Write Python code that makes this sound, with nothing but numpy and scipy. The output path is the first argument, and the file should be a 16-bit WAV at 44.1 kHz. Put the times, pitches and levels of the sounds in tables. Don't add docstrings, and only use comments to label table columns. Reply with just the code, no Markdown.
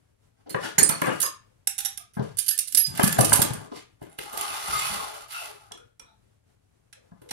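import sys
import numpy as np
from scipy import signal
from scipy.fft import rfft, irfft, next_fast_len
from scipy.io import wavfile
from scipy.ndimage import uniform_filter1d

SR = 44100
rng = np.random.default_rng(int(sys.argv[2]) if len(sys.argv) > 2 else 0)


def gain_from_db(level_db):
    decades = np.asarray(level_db, float) / 20
    return 10 ** decades


def generate_wav(sig):
    pcm = np.round(np.clip(np.atleast_2d(sig).T, -1, 1) * 32767).astype(np.int16)
    wavfile.write(sys.argv[1], SR, pcm)


N = 322900

# pitch_hz, level_db, t60_s
LONG_TOOL_MODES = [(4300, -9, .04), (4950, -12, .05), (6850, -9, .035), (7671, -11, .07), (8567, -5, .08),
                   (9249, 0, .06), (11200, -12, .04), (12300, -14, .04), (14490, -15, .04)]
SHEARS_MODES = [(1771, -18, .06), (3100, -21, .05), (4963, -15, .06), (6643, -9, .035), (8899, -8, .04),
                (9281, -3, .05), (9420, -4, .05), (9985, -2, .045), (11270, -1, .06), (12220, -8, .04),
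                (13085, -16, .04), (14500, -14, .03)]
RACK_MODES = [(800, -15, .07), (2040, -24, .02), (3850, -6, .04), (5814, -4, .04), (6550, -4, .025),
              (7300, -6, .03), (8750, -6, .03), (9400, -2, .03), (10300, -1, .03), (11310, -6, .03)]
CASE_MODES = [(431, -6, .05), (640, -5, .03), (840, -1, .025), (1000, -2, .03), (1250, -1, .022),
              (2130, -13, .04), (2660, -9, .05), (3070, -8, .05), (3790, -7, .05), (4580, -8, .05),
              (7390, -9, .05), (9330, -6, .03), (10100, 0, .03), (11600, -9, .03)]
CABLE_MODES = [(560, -8, .05), (1010, -5, .035), (1370, -8, .035), (2550, -6, .03), (3400, -9, .02),
               (4190, -9, .03), (5800, -6, .03), (7600, -4, .025), (9380, -1, .025), (11640, -7, .03)]
WOOD_MODES = [(446, -18.5, 0.081), (565, 3.5, 0.013), (716, -3, 0.018), (1010, -3, .03), (1217, -4, 0.037),
              (1400, -5.5, 0.019), (1736, -8, 0.036), (1906, -11, 0.036), (2550, -9.5, 0.047),
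              (3080, -13, .03)]
THUD_MODES = [(63.54, -13.5, 0.16), (122, -5.5, 0.045), (147, 9, 0.038), (166.7, 6, 0.071),
              (239, -13, 0.08)]

# frequency_hz, density_db
STEEL_CRACK = [(1470, -55.5), (2500, -18), (4990, -8.5), (6570, -6), (9730, 0.5), (11600, 4),
               (15600, -12.5), (16400, -36.5)]
PLASTIC_SNAP = [(700, -12), (3000, -6), (10000, -4), (14000, -22)]
DRAG_SPECTRUM = [(120, -30), (200, -4), (873, -8.5), (1790, -15), (2950, -16.5), (3880, -18), (10500, -17),
                 (16400, -41)]
GRIT_SPECTRUM = [(200, -21.5), (560, -6.5), (1380, 1), (1600, -12.5), (8900, -16.5), (9940, -9.5),
                 (14900, -25.5), (16400, -47)]
AIR_SPECTRUM = [(20, -11.5), (79, -5.5), (114, -0.5), (140, -10.5), (296, -19.5), (4630, -37), (10100, -36),
                (16400, -52)]
FLAT = [(1, 0), (2, 0)]

# frequency_hz, t60_s
ROOM_DECAY = [(100, 0.33), (660, 0.23), (1740, 0.38), (4590, 0.3), (12100, 0.16)]
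# frequency_hz, difference_db
PORT_TILT = [(60, 5), (950, 7), (2240, 5), (4300, -3), (8400, -5.5), (9050, -17), (9900, -30), (11200, -38)]
# frequency_hz, likeness
PORT_LIKENESS = [(90, 0.94), (260, 0.82), (520, 0.88), (950, 0.21), (2000, 0.41), (9000, 0.078)]

# start_s, peak_db, ring_hz, ring_over_crack_db, chatter_s
LIFTS = [
    (0.495, -33.5, 11180, 3, 0.02),
    (0.783, -8, 6900, 6, 0.0084),
    (0.83, -4, 9360, 16, 0.0033),
    (0.8893, -13, 9275, 1, 0.0086),
    (1.0165, -23, 7040, -11, 0.003),
    (1.055, -33.5, 6170, -1.5, 0.0081),
]
PULLS = [
    (1.2017, -19, 11760, -6.5, 0.0067),
    (1.215, -15.5, 11270, 5, 0.0061),
    (1.225, -15, 6810, 2.5, 0.008),
]
TOUCHES = [
    (1.672, -11.5, 6550, -12, 0.003),
    (1.781, -20.5, 10350, 1, 0.014),
    (1.803, -27.5, 9800, -16.5, 0.0043),
    (1.849, -18, 10920, 3, 0.011),
    (1.9738, -27, 10560, -2.5, 0.0037),
    (2.136, -49, 10280, 2, 0.02),
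]
JINGLES = [(2.371, -25, 10000, 16.5, 0.023), (2.386, -15, 9990, 2, 0.009), (2.463, -27, 10480, 1.5, 0.0065),
           (2.482, -10.5, 11160, 6, 0.006), (2.577, -21, 8940, -6.5, 0.0024),
           (2.588, -12.5, 9400, 0.5, 0.004), (2.675, -26.5, 10130, 6, 0.008),
           (2.7217, -25, 8690, -4, 0.0071), (2.7477, -7.5, 9594, 8.5, 0.003),
           (2.773, -5.5, 11210, 11, 0.006), (2.862, -24, 10050, 4.5, 0.008)]
DROPS = [(2.974, -25, 10170, -1.5, 0.0062), (2.9947, -28, 8980, -8.5, 0.0062),
         (3.03, -13.5, 11260, 0, 0.009), (3.072, -16.5, 10100, 1, 0.01), (3.123, -19, 7140, -9, 0.0064),
         (3.184, -19, 7310, -4.5, 0.016), (3.208, -11, 10820, 2.5, 0.0087), (3.245, -16, 9400, -1, 0.007),
         (3.329, -6, 9680, 5, 0.006), (3.357, -13, 11300, 0.5, 0.01), (3.4156, -11, 9940, -10.5, 0.0072),
         (3.534, -29.5, 9540, 2, 0.007)]
MORE_CLINKS = [(1.257, -24.5, 9900, -2.5, .008), (2.508, -22, 1771, 0.5, .008), (2.95, -37, 9281, -10, .004),
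               (3.043, -18, 11270, -2, .005), (3.293, -21.5, 9410, 1, 0.0087),
               (3.397, -20.5, 10010, 5.5, .008), (5.51, -50, 4963, -9, 0.0034), (7.217, -55, 1771, 5, 0.0066)]
TICKS = [
    (4.012, -50, 10100, -7, 0.027),
    (4.0981, -49, 10100, 6, 0.051),
    (4.1864, -33, 10300, -22.5, 0.0047),
    (4.228, -42, 10400, -10, 0.0071),
    (4.3256, -34.5, 11300, -0.5, 0.014),
    (4.3735, -25.5, 10100, -12.5, 0.0026),
    (4.4104, -20, 9400, -4.5, 0.0014),
    (5.32, -37.5, 10700, -9.5, 0.0099),
]
SETTLES = [(5.7189, -31, 3400, -5.5, 0.0031), (5.7744, -47, 1400, 11, 0.0043),
           (5.9953, -39.5, 5800, 2, 0.0042), (6.9272, -42.5, 2740, -13, 0.0037),
           (7.288, -44.5, 6000, -9, 0.008), (7.308, -28, 3910, 1, 0.009)]

# start_s, peak_db, pitch_hz, chatter_s, thud_db
RAPS = [(0.46, -39, 419.6, 0.024, -20.5), (0.505, -34.5, 272.3, 0.0048, -1.5),
        (0.544, -14, 1060, 0.0028, -9), (.628, -32, 1697, 0.014, -21), (0.78, -14, 1800, 0.008, -6),
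        (0.819, -14, 454, 0.0013, -16), (0.891, -20, 1400, 0.019, -1), (1.017, -13, 1470, 0.0035, -12),
        (1.054, -20, 1410, 0.037, -26), (1.071, -20.5, 494.7, 0.012, 0), (1.231, -22, 1200, 0.0058, -30)]
BANGS = [(2.166, -28.5, 900, 0.0073, 5), (2.19, -21, 546, 0.014, 3), (2.994, -8, 1142, 0.0027, -25),
         (3.0335, -20, 1300, 0.0039, -20), (3.1647, -26.5, 1842, 0.0054, -20),
         (3.4177, -24, 1640, 0.004, -14), (2.9777, -29, 1814, 0.0036, -20.5),
         (3.073, -22, 1690, 0.0051, -7.5), (3.185, -5.5, 795, 0.0065, 0), (3.209, -21, 328, 0.0033, -12),
         (3.249, -19, 393, 0.0041, -13.5), (3.32, -10, 897, 0.0041, -21), (3.389, -17, 611, 0.0089, 2),
         (3.502, -31.5, 250, 0.0055, 11.5), (3.716, -29.5, 318, 0.0081, -24)]
BUMPS = [(4.016, -30.5, 526, 0.0031, -3.5), (4.185, -30.5, 565, 0.0048, -9), (4.233, -41, 400, .006, -13),
         (4.33, -33, 500, .006, -11.5), (4.68, -48, 600, 0.1, 16), (4.9, -47.5, 807, 0.038, 15),
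         (5.709, -38.5, 797, 0.0088, -28), (5.996, -47.5, 1010, 0.0035, -16), (6.012, -55, 1376, 0.0068, 5),
         (7.115, -48, 700, 0.0094, 7.5), (7.217, -42, 477, 0.0036, -1), (7.308, -33, 960, 0.0076, -5)]
THUMP = (3.033, -20, 1700, .006, 12)

# start_s, rise_s, fall_s, peak_db, brightening_db
BRUSHES = [(.33, 0.081, 0.029, -62.5, -4), (.575, 0.078, 0.15, -33, 1.5), (2.165, 0.009, 0.095, -33, -23),
           (2.215, 0.0086, 0.21, -44.5, 0), (3.7, 0.069, 0.1, -46.5, 8.5), (3.98, 0.046, 0.42, -52.5, -8),
           (7.0, 0.43, .03, -54, -7)]

# time_s, pressure_db, brightening_db (sliding speed)
DRAG_OFF = [
    (0.77, -47, -0.5),
    (0.98, -45.5, 4.5),
    (1.144, -35, -6),
    (1.276, -63.5, 7),
    (1.45, -94.5, 1),
]
DRAG_IN = [
    (2.85, -55, -4.5),
    (3.014, -40.5, 11.5),
    (3.163, -37, -1),
    (3.277, -34, 0.5),
    (3.414, -29.5, -1.5),
    (3.697, -49, -7),
]
PUSH = [(4.17, -52.5, 16), (4.32, -40.5, -7.5), (4.388, -33.5, -0.5), (4.632, -35.5, 2), (4.72, -33, 3.5),
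        (4.868, -35, 6), (4.95, -32, -1), (5.184, -43.5, 0), (5.28, -51, -1)]
NUDGE = [
    (5.269, -48.5, -2.5),
    (5.31, -48.5, 12.5),
    (5.42, -41.5, 2.5),
    (5.52, -48.5, 0.5),
    (5.6, -63, 4.5),
    (5.706, -61, -4),
]

# start_s, length_s, first_hz, last_hz, level_db
SQUEALS = [(4.37, 0.24, 1180, 1240, -39), (4.38, 0.16, 720, 772, -43.5), (4.466, 0.13, 2712, 2300, -43),
           (4.623, 0.35, 1250, 1260, -35), (4.743, .14, 2070, 2200, -41), (4.79, .12, 2430, 2733, -37),
           (4.744, .13, 3720, 3850, -44.5), (4.77, 0.11, 4700, 4300, -41),
           (4.776, 0.045, 7390, 7500, -38.5), (4.714, 0.047, 10400, 9500, -35.5),
           (4.85, 0.064, 9900, 9950, -32.5), (4.898, 0.19, 980, 993, -44), (4.96, 0.12, 1100, 1000, -40),
           (4.32, .18, 416, 390, -49), (4.66, .2, 440, 400, -52), (4.88, 0.36, 430, 440, -46.5),
           (5.0, .25, 540, 624, -46.5), (5.4, .18, 450, 390, -52.5), (4.68, .35, 132, 134, -50),
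           (4.48, .04, 10200, 10200, -34), (4.65, .04, 2000, 2000, -43.5)]
HUMS = [(.62, .07, 1440, 1440, -37.5), (.62, .06, 1760, 1760, -37), (1.06, .14, 2840, 2850, -45),
        (1.78, .07, 800, 850, -54), (1.975, .075, 734, 690, -58), (1.975, .07, 1200, 1300, -58),
        (2.17, .1, 400, 380, -45), (.785, .04, 4300, 4280, -30), (2.3, .1, 124.8, 100, -48.5),
        (2.72, .09, 272.3, 280, -57), (2.86, .1, 120, 115, -40.5), (3.21, .28, 115, 120, -35),
        (3.55, .08, 124.6, 125, -42), (3.1, .07, 7100, 7050, -35), (.63, .06, 3250, 3300, -45),
        (.625, .065, 2930, 2930, -42), (2.17, .09, 135, 130, -33), (2.17, .08, 550, 540, -44),
        (2.17, .05, 1600, 1500, -50), (1.23, .08, 1100, 1050, -36)]
CREEPS = [(5.3, 0.14, 1310, 1400, -42.5), (5.33, 0.15, 2680, 2710, -42.5), (5.38, 0.15, 710, 510, -47),
          (5.55, 0.18, 1290, 1340, -62.5), (5.56, 0.15, 696, 840, -61.5), (5.73, 0.13, 333, 608, -53.5),
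          (5.72, 0.12, 3420, 3300, -66.5), (6.05, .12, 680, 700, -70), (5.775, 0.055, 1400, 1400, -56),
          (6.0, 0.13, 1340, 1300, -62.5), (6.02, 0.13, 3800, 3790, -69), (6.05, 0.11, 900, 846, -67),
          (6.94, 0.13, 535, 510, -60), (7.2, 0.11, 500, 476, -51)]
RINGS = [(2.77, .17, 4955, 4945, -36), (2.49, .07, 4950, 4950, -44), (.785, .1, 4950, 4940, -40),
         (.9, .08, 4400, 4380, -40), (1.22, .09, 4960, 4950, -40), (3.04, .12, 1750, 1720, -39),
         (3.2, .1, 2600, 2580, -40), (3.0, .06, 3080, 3070, -40)]

AIR_DB, HISS_DB = -66.5, -99
LEFT_LAG = 50
RUMBLE_HZ, EDGE_HZ = 31.4, 16000
SPREAD_DB, SHIFT_DB, FLUTTER_DB = 2.5, 7, 1.6
TWIN = .4
RISE_SHARE = 0.42
BODY_PER_DB, BODY_PER_RING = -0.5641, -0.77
GRAIN_DB, BOOM_HZ = 2.3, 165
RISE_DB, FALL_DB = -24.5, -31.5
RASP_GAIN, RUMBLE_GAIN = 0.88, 0.092
SING_HZ, SING_SHARE, SING_RISE = 20, .02, .6
RUB_WET_DB, BREAK_DB = -5, 4


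def read(points, hz):
    f, value = np.transpose(points)
    return np.interp(np.log(hz + 1), np.log(f + 1), value)


def evened(x):
    return x / np.sqrt(np.mean(x ** 2) + 1e-20)


def peaked(x):
    return x / np.sqrt(uniform_filter1d(x ** 2, 176).max() + 1e-20)


def fade_in(x, samples):
    return x * np.minimum(np.arange(x.shape[-1]) / samples, 1)


def drift(size, span):
    noise = rng.standard_normal(size)
    return evened(uniform_filter1d(uniform_filter1d(noise, span), span))


def add(mix, s, sound):
    part = mix[round(s * SR):][:len(sound)]
    part += sound[:len(part)]


def colour(x, points, lo_hz=0, hi_hz=30000):
    size = next_fast_len(len(x) + 2048)
    hz = np.fft.rfftfreq(size, 1 / SR) + 1
    edges = 1 / ((1 + (lo_hz / hz) ** 10) * (1 + (hz / hi_hz) ** 10))
    return irfft(rfft(x, size) * gain_from_db(read(points, hz)) * edges, size)[:len(x)]


def pair(right, other):
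    hz = np.fft.rfftfreq(len(right), 1 / SR)
    like = np.clip(read(PORT_LIKENESS, hz), 0, 1)
    left = irfft(like * rfft(right) + np.sqrt(1 - like ** 2) * rfft(other), len(right))
    left = np.roll(left, LEFT_LAG)
    tilt = gain_from_db(read(PORT_TILT, hz))
    overlap = 2 * like * tilt * np.cos(2 * np.pi * hz * LEFT_LAG / SR)
    shares = np.array([tilt, tilt ** 0]) * 2 / np.sqrt(1 + tilt ** 2 + overlap)
    return irfft(rfft([left, right]) * shares, len(right))


def air():
    noise = [colour(v, AIR_SPECTRUM) for v in rng.standard_normal((2, next_fast_len(N)))]
    both = pair(*noise)[:, :N] * gain_from_db(1.5 * drift(N, 3000))
    hiss = gain_from_db(HISS_DB) * rng.standard_normal((2, N))
    return gain_from_db(AIR_DB) * both / both.mean(0).std() + hiss


def room(x, wet_db, early_db):
    hz, t, z = signal.stft(rng.standard_normal((2, 24000)), SR, nperseg=256)
    decay = gain_from_db(-60 * t / read(ROOM_DECAY, hz)[:, None])
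    tail = signal.istft(z * decay, SR, nperseg=256)[1][:, :20480 - 512]
    tail = fade_in(tail, 800)
    paths = gain_from_db(wet_db) * tail / np.linalg.norm(tail[0])
    paths[0, 0] += 1
    paths[0, [37, 95, 170, 290]] += gain_from_db(early_db) * np.array([1, -.8, .6, -.5])
    paths[1, [2, 9, 21, 40, 58, 131, 205]] += np.array([-.4, .5, -.45, .35, .4, -.3, .25])
    paths = pair(*np.pad(paths, ((0, 0), (512, 0))))
    return signal.oaconvolve(x[None], paths, axes=1)[:, 512:N + 512]


def ring(modes, lead_hz=1, lead_db=0, spread_db=0, split=.012):
    hz, db, t60 = np.transpose(modes)[:, :, None]
    lead = lead_db * np.exp(-(np.log(hz / lead_hz) / 0.094) ** 2)
    db = db + spread_db * rng.standard_normal(hz.shape) + lead
    twin = hz * (1 + split * rng.standard_normal(hz.shape))
    t = np.arange(3000) / SR
    waves = np.sin(2 * np.pi * hz * t) + TWIN * np.sin(2 * np.pi * twin * t)
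    return (gain_from_db(db - 60 * t / np.clip(t60, .01, .11)) * waves).sum(0)


def chatter(length, lumpy_db):
    t = np.arange(3600) / SR
    lumps = gain_from_db(lumpy_db * rng.standard_normal(len(t) // 60).repeat(60))
    force = rng.standard_normal(len(t)) * lumps
    fall = np.exp(-t / max(length, 3e-4))
    rise = np.minimum(t / max(RISE_SHARE * length, 3e-4), 1)
    return np.pad(force * fall * rise, (0, len(t) // 2))


def struck(force, modes):
    blow = np.concatenate([[0.68 * np.linalg.norm(force)], force[1:]])
    return peaked(signal.fftconvolve(blow, modes)[:len(force)])


def stroke(start, rise, fall, db, bright_db):
    return [(start, db + RISE_DB, bright_db),
            (start + rise, db, bright_db),
            (start + rise + fall, db + FALL_DB, bright_db)]


def rub(rows, spectrum, modes, ring_db, per_s, grain_db, boom_hz, layers_db):
    s, *levels = np.transpose(rows)
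    t = np.arange(s[0], s[-1], 1 / SR)
    body_db, bright_db = (np.interp(t, s, c) for c in levels)
    rumble_over, scrape_over, rasp_over = layers_db
    rumble_db = body_db + rumble_over + RUMBLE_GAIN * bright_db
    scrape_db = body_db + scrape_over + bright_db
    rasp_db = body_db + rasp_over + RASP_GAIN * bright_db

    hit, grain = rng.random((len(t), 2)).T
    sizes = gain_from_db(-grain_db * np.log(grain + 0.012))
    grit = (hit < per_s / SR) * sizes * rng.standard_normal(len(t))
    grit *= gain_from_db(FLUTTER_DB * drift(len(t), 250))
    contacts = [grit * gain_from_db(SHIFT_DB * drift(len(t), 1200)) for _ in modes]
    rung = 0
    for contact, mode in zip(contacts, modes):
        response = ring([mode], spread_db=SPREAD_DB, split=0.076)
        rung = rung + signal.oaconvolve(contact, response)[:len(t)]
    wide = evened(grit) + gain_from_db(ring_db) * evened(rung)

    boom = [(boom_hz / 4, -40), (boom_hz / 2, -14), (boom_hz, 0), (boom_hz * 2, -8)]
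    sound = gain_from_db(body_db) * evened(colour(wide, spectrum, lo_hz=268, hi_hz=1800))
    sound += gain_from_db(scrape_db) * evened(colour(wide, spectrum, lo_hz=1800, hi_hz=5800))
    sound += gain_from_db(rasp_db) * evened(colour(wide, spectrum, lo_hz=6000))
    sound += gain_from_db(rumble_db) * evened(colour(contacts[0], boom, lo_hz=.55 * boom_hz, hi_hz=244))
    return s[0], sound * signal.windows.tukey(len(t), .08)


def sing(start, length, first_hz, last_hz, db, blur):
    u = np.arange(0, length, 1 / SR) / length
    turn = np.exp(2j * np.pi * np.cumsum(first_hz + (last_hz - first_hz) * u) / SR)
    r = np.exp(-np.pi * (SING_HZ + blur * SING_SHARE * first_hz) / SR)
    noise = rng.standard_normal(SR // 2)[:len(u)]
    tone = (turn * signal.lfilter([1], np.convolve([1, -r], [1, -r]), noise / turn)).real
    breaks = gain_from_db(db + BREAK_DB * drift(SR // 2, 400)[:len(u)])
    return start, breaks * evened(tone) * np.sin(np.pi * u ** SING_RISE)


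def knock(row, thud_hz):
    s, db, hz, length, thud_db = row
    force = chatter(length, lumpy_db=4.0)
    slap_spectrum = [(hz / 4, -8), (hz, 0), (hz * 1.69, -8), (hz * 4, -36)]
    slap = peaked(colour(force, slap_spectrum, lo_hz=250, hi_hz=6000))
    panel = struck(force, ring(WOOD_MODES, hz, lead_db=8.0, spread_db=SPREAD_DB))
    panel = colour(panel, FLAT, lo_hz=198, hi_hz=1300 + hz)
    thud = struck(force, ring(THUD_MODES, thud_hz, lead_db=17.0, spread_db=-7.5))
    thud = fade_in(colour(thud, FLAT, lo_hz=0.64 * thud_hz, hi_hz=500), 200)
    return s, fade_in(gain_from_db(db) * (peaked(slap + panel) + gain_from_db(thud_db) * thud), 40)


def clink(row, modes, body_db, spectrum):
    s, db, hz, ring_db, length = row
    force = chatter(length, lumpy_db=4.5)
    crack = peaked(colour(force, spectrum, lo_hz=0.65 * spectrum[0][0]))
    steel = struck(force, ring(modes, hz, lead_db=11.5, spread_db=SPREAD_DB))
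    steel = colour(steel, FLAT, lo_hz=0.96 * modes[0][0])
    body = peaked(colour(force, DRAG_SPECTRUM, lo_hz=1220, hi_hz=4000))
    body_db = body_db + BODY_PER_DB * (db + 29.5) + BODY_PER_RING * ring_db
    return s, gain_from_db(db) * (peaked(crack + gain_from_db(ring_db) * steel) + gain_from_db(body_db) * body)


def scene():
    steel, blows, rubs = np.zeros((3, N))

    for row in BRUSHES:
        add(rubs, *rub(stroke(*row), DRAG_SPECTRUM, RACK_MODES, ring_db=-17.5, per_s=8100, grain_db=0.4,
                       boom_hz=124.1, layers_db=(-9, -6, -9)))
    for rows in DRAG_OFF, DRAG_IN:
        add(rubs, *rub(rows, DRAG_SPECTRUM, WOOD_MODES[::2] + SHEARS_MODES[::2], ring_db=-16.5, per_s=5600,
                       grain_db=3.0, boom_hz=BOOM_HZ, layers_db=(-4, -8, -6)))
    for rows in PUSH, NUDGE:
        add(rubs, *rub(rows, GRIT_SPECTRUM, CASE_MODES, ring_db=-13.5, per_s=8000, grain_db=GRAIN_DB,
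                       boom_hz=67.5, layers_db=(-26, -5, -4)))
    for rows, blur in (SQUEALS, 1), (HUMS, 2.2), (RINGS, .2), (CREEPS, 5):
        for row in rows:
            add(rubs, *sing(*row, blur))

    for rows, thud_hz in (RAPS, 172), (BANGS, 150), (BUMPS, 62), ([THUMP], 180):
        for row in rows:
            add(blows, *knock(row, thud_hz))

    for rows, modes, body_db, crack in [(LIFTS, LONG_TOOL_MODES, -13, STEEL_CRACK),
                                        (PULLS, SHEARS_MODES, -22, STEEL_CRACK),
                                        (TOUCHES, RACK_MODES, -21, STEEL_CRACK),
                                        (JINGLES, SHEARS_MODES, -28, STEEL_CRACK),
                                        (DROPS, SHEARS_MODES, -13, STEEL_CRACK),
                                        (MORE_CLINKS, SHEARS_MODES, -15, STEEL_CRACK),
                                        (TICKS, CASE_MODES, -17, STEEL_CRACK),
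                                        (SETTLES, CABLE_MODES, -25, PLASTIC_SNAP)]:
        for row in rows:
            add(steel, *clink(row, modes, body_db, crack))

    places = [(steel, -6), (blows, -5), (rubs, RUB_WET_DB)]
    heard = sum(room(x, wet_db, early_db=-7.5) for x, wet_db in places)
    return gain_from_db(-6.0) * heard + air()


def top_cut(x):
    return signal.sosfilt(signal.butter(12, 16500, fs=SR, output="sos"), x)


def record(dry):
    rolled = signal.sosfilt(signal.butter(2, RUMBLE_HZ, "high", fs=SR, output="sos"), dry)
    limited = rolled / (1 + rolled ** 4) ** .25
    low_pass = signal.firwin(255, EDGE_HZ, window=("kaiser", 8), fs=SR)
    mix = signal.oaconvolve(limited, low_pass[None], "same")
    return top_cut(mix)


dry = scene()
out = record(dry)
generate_wav(out)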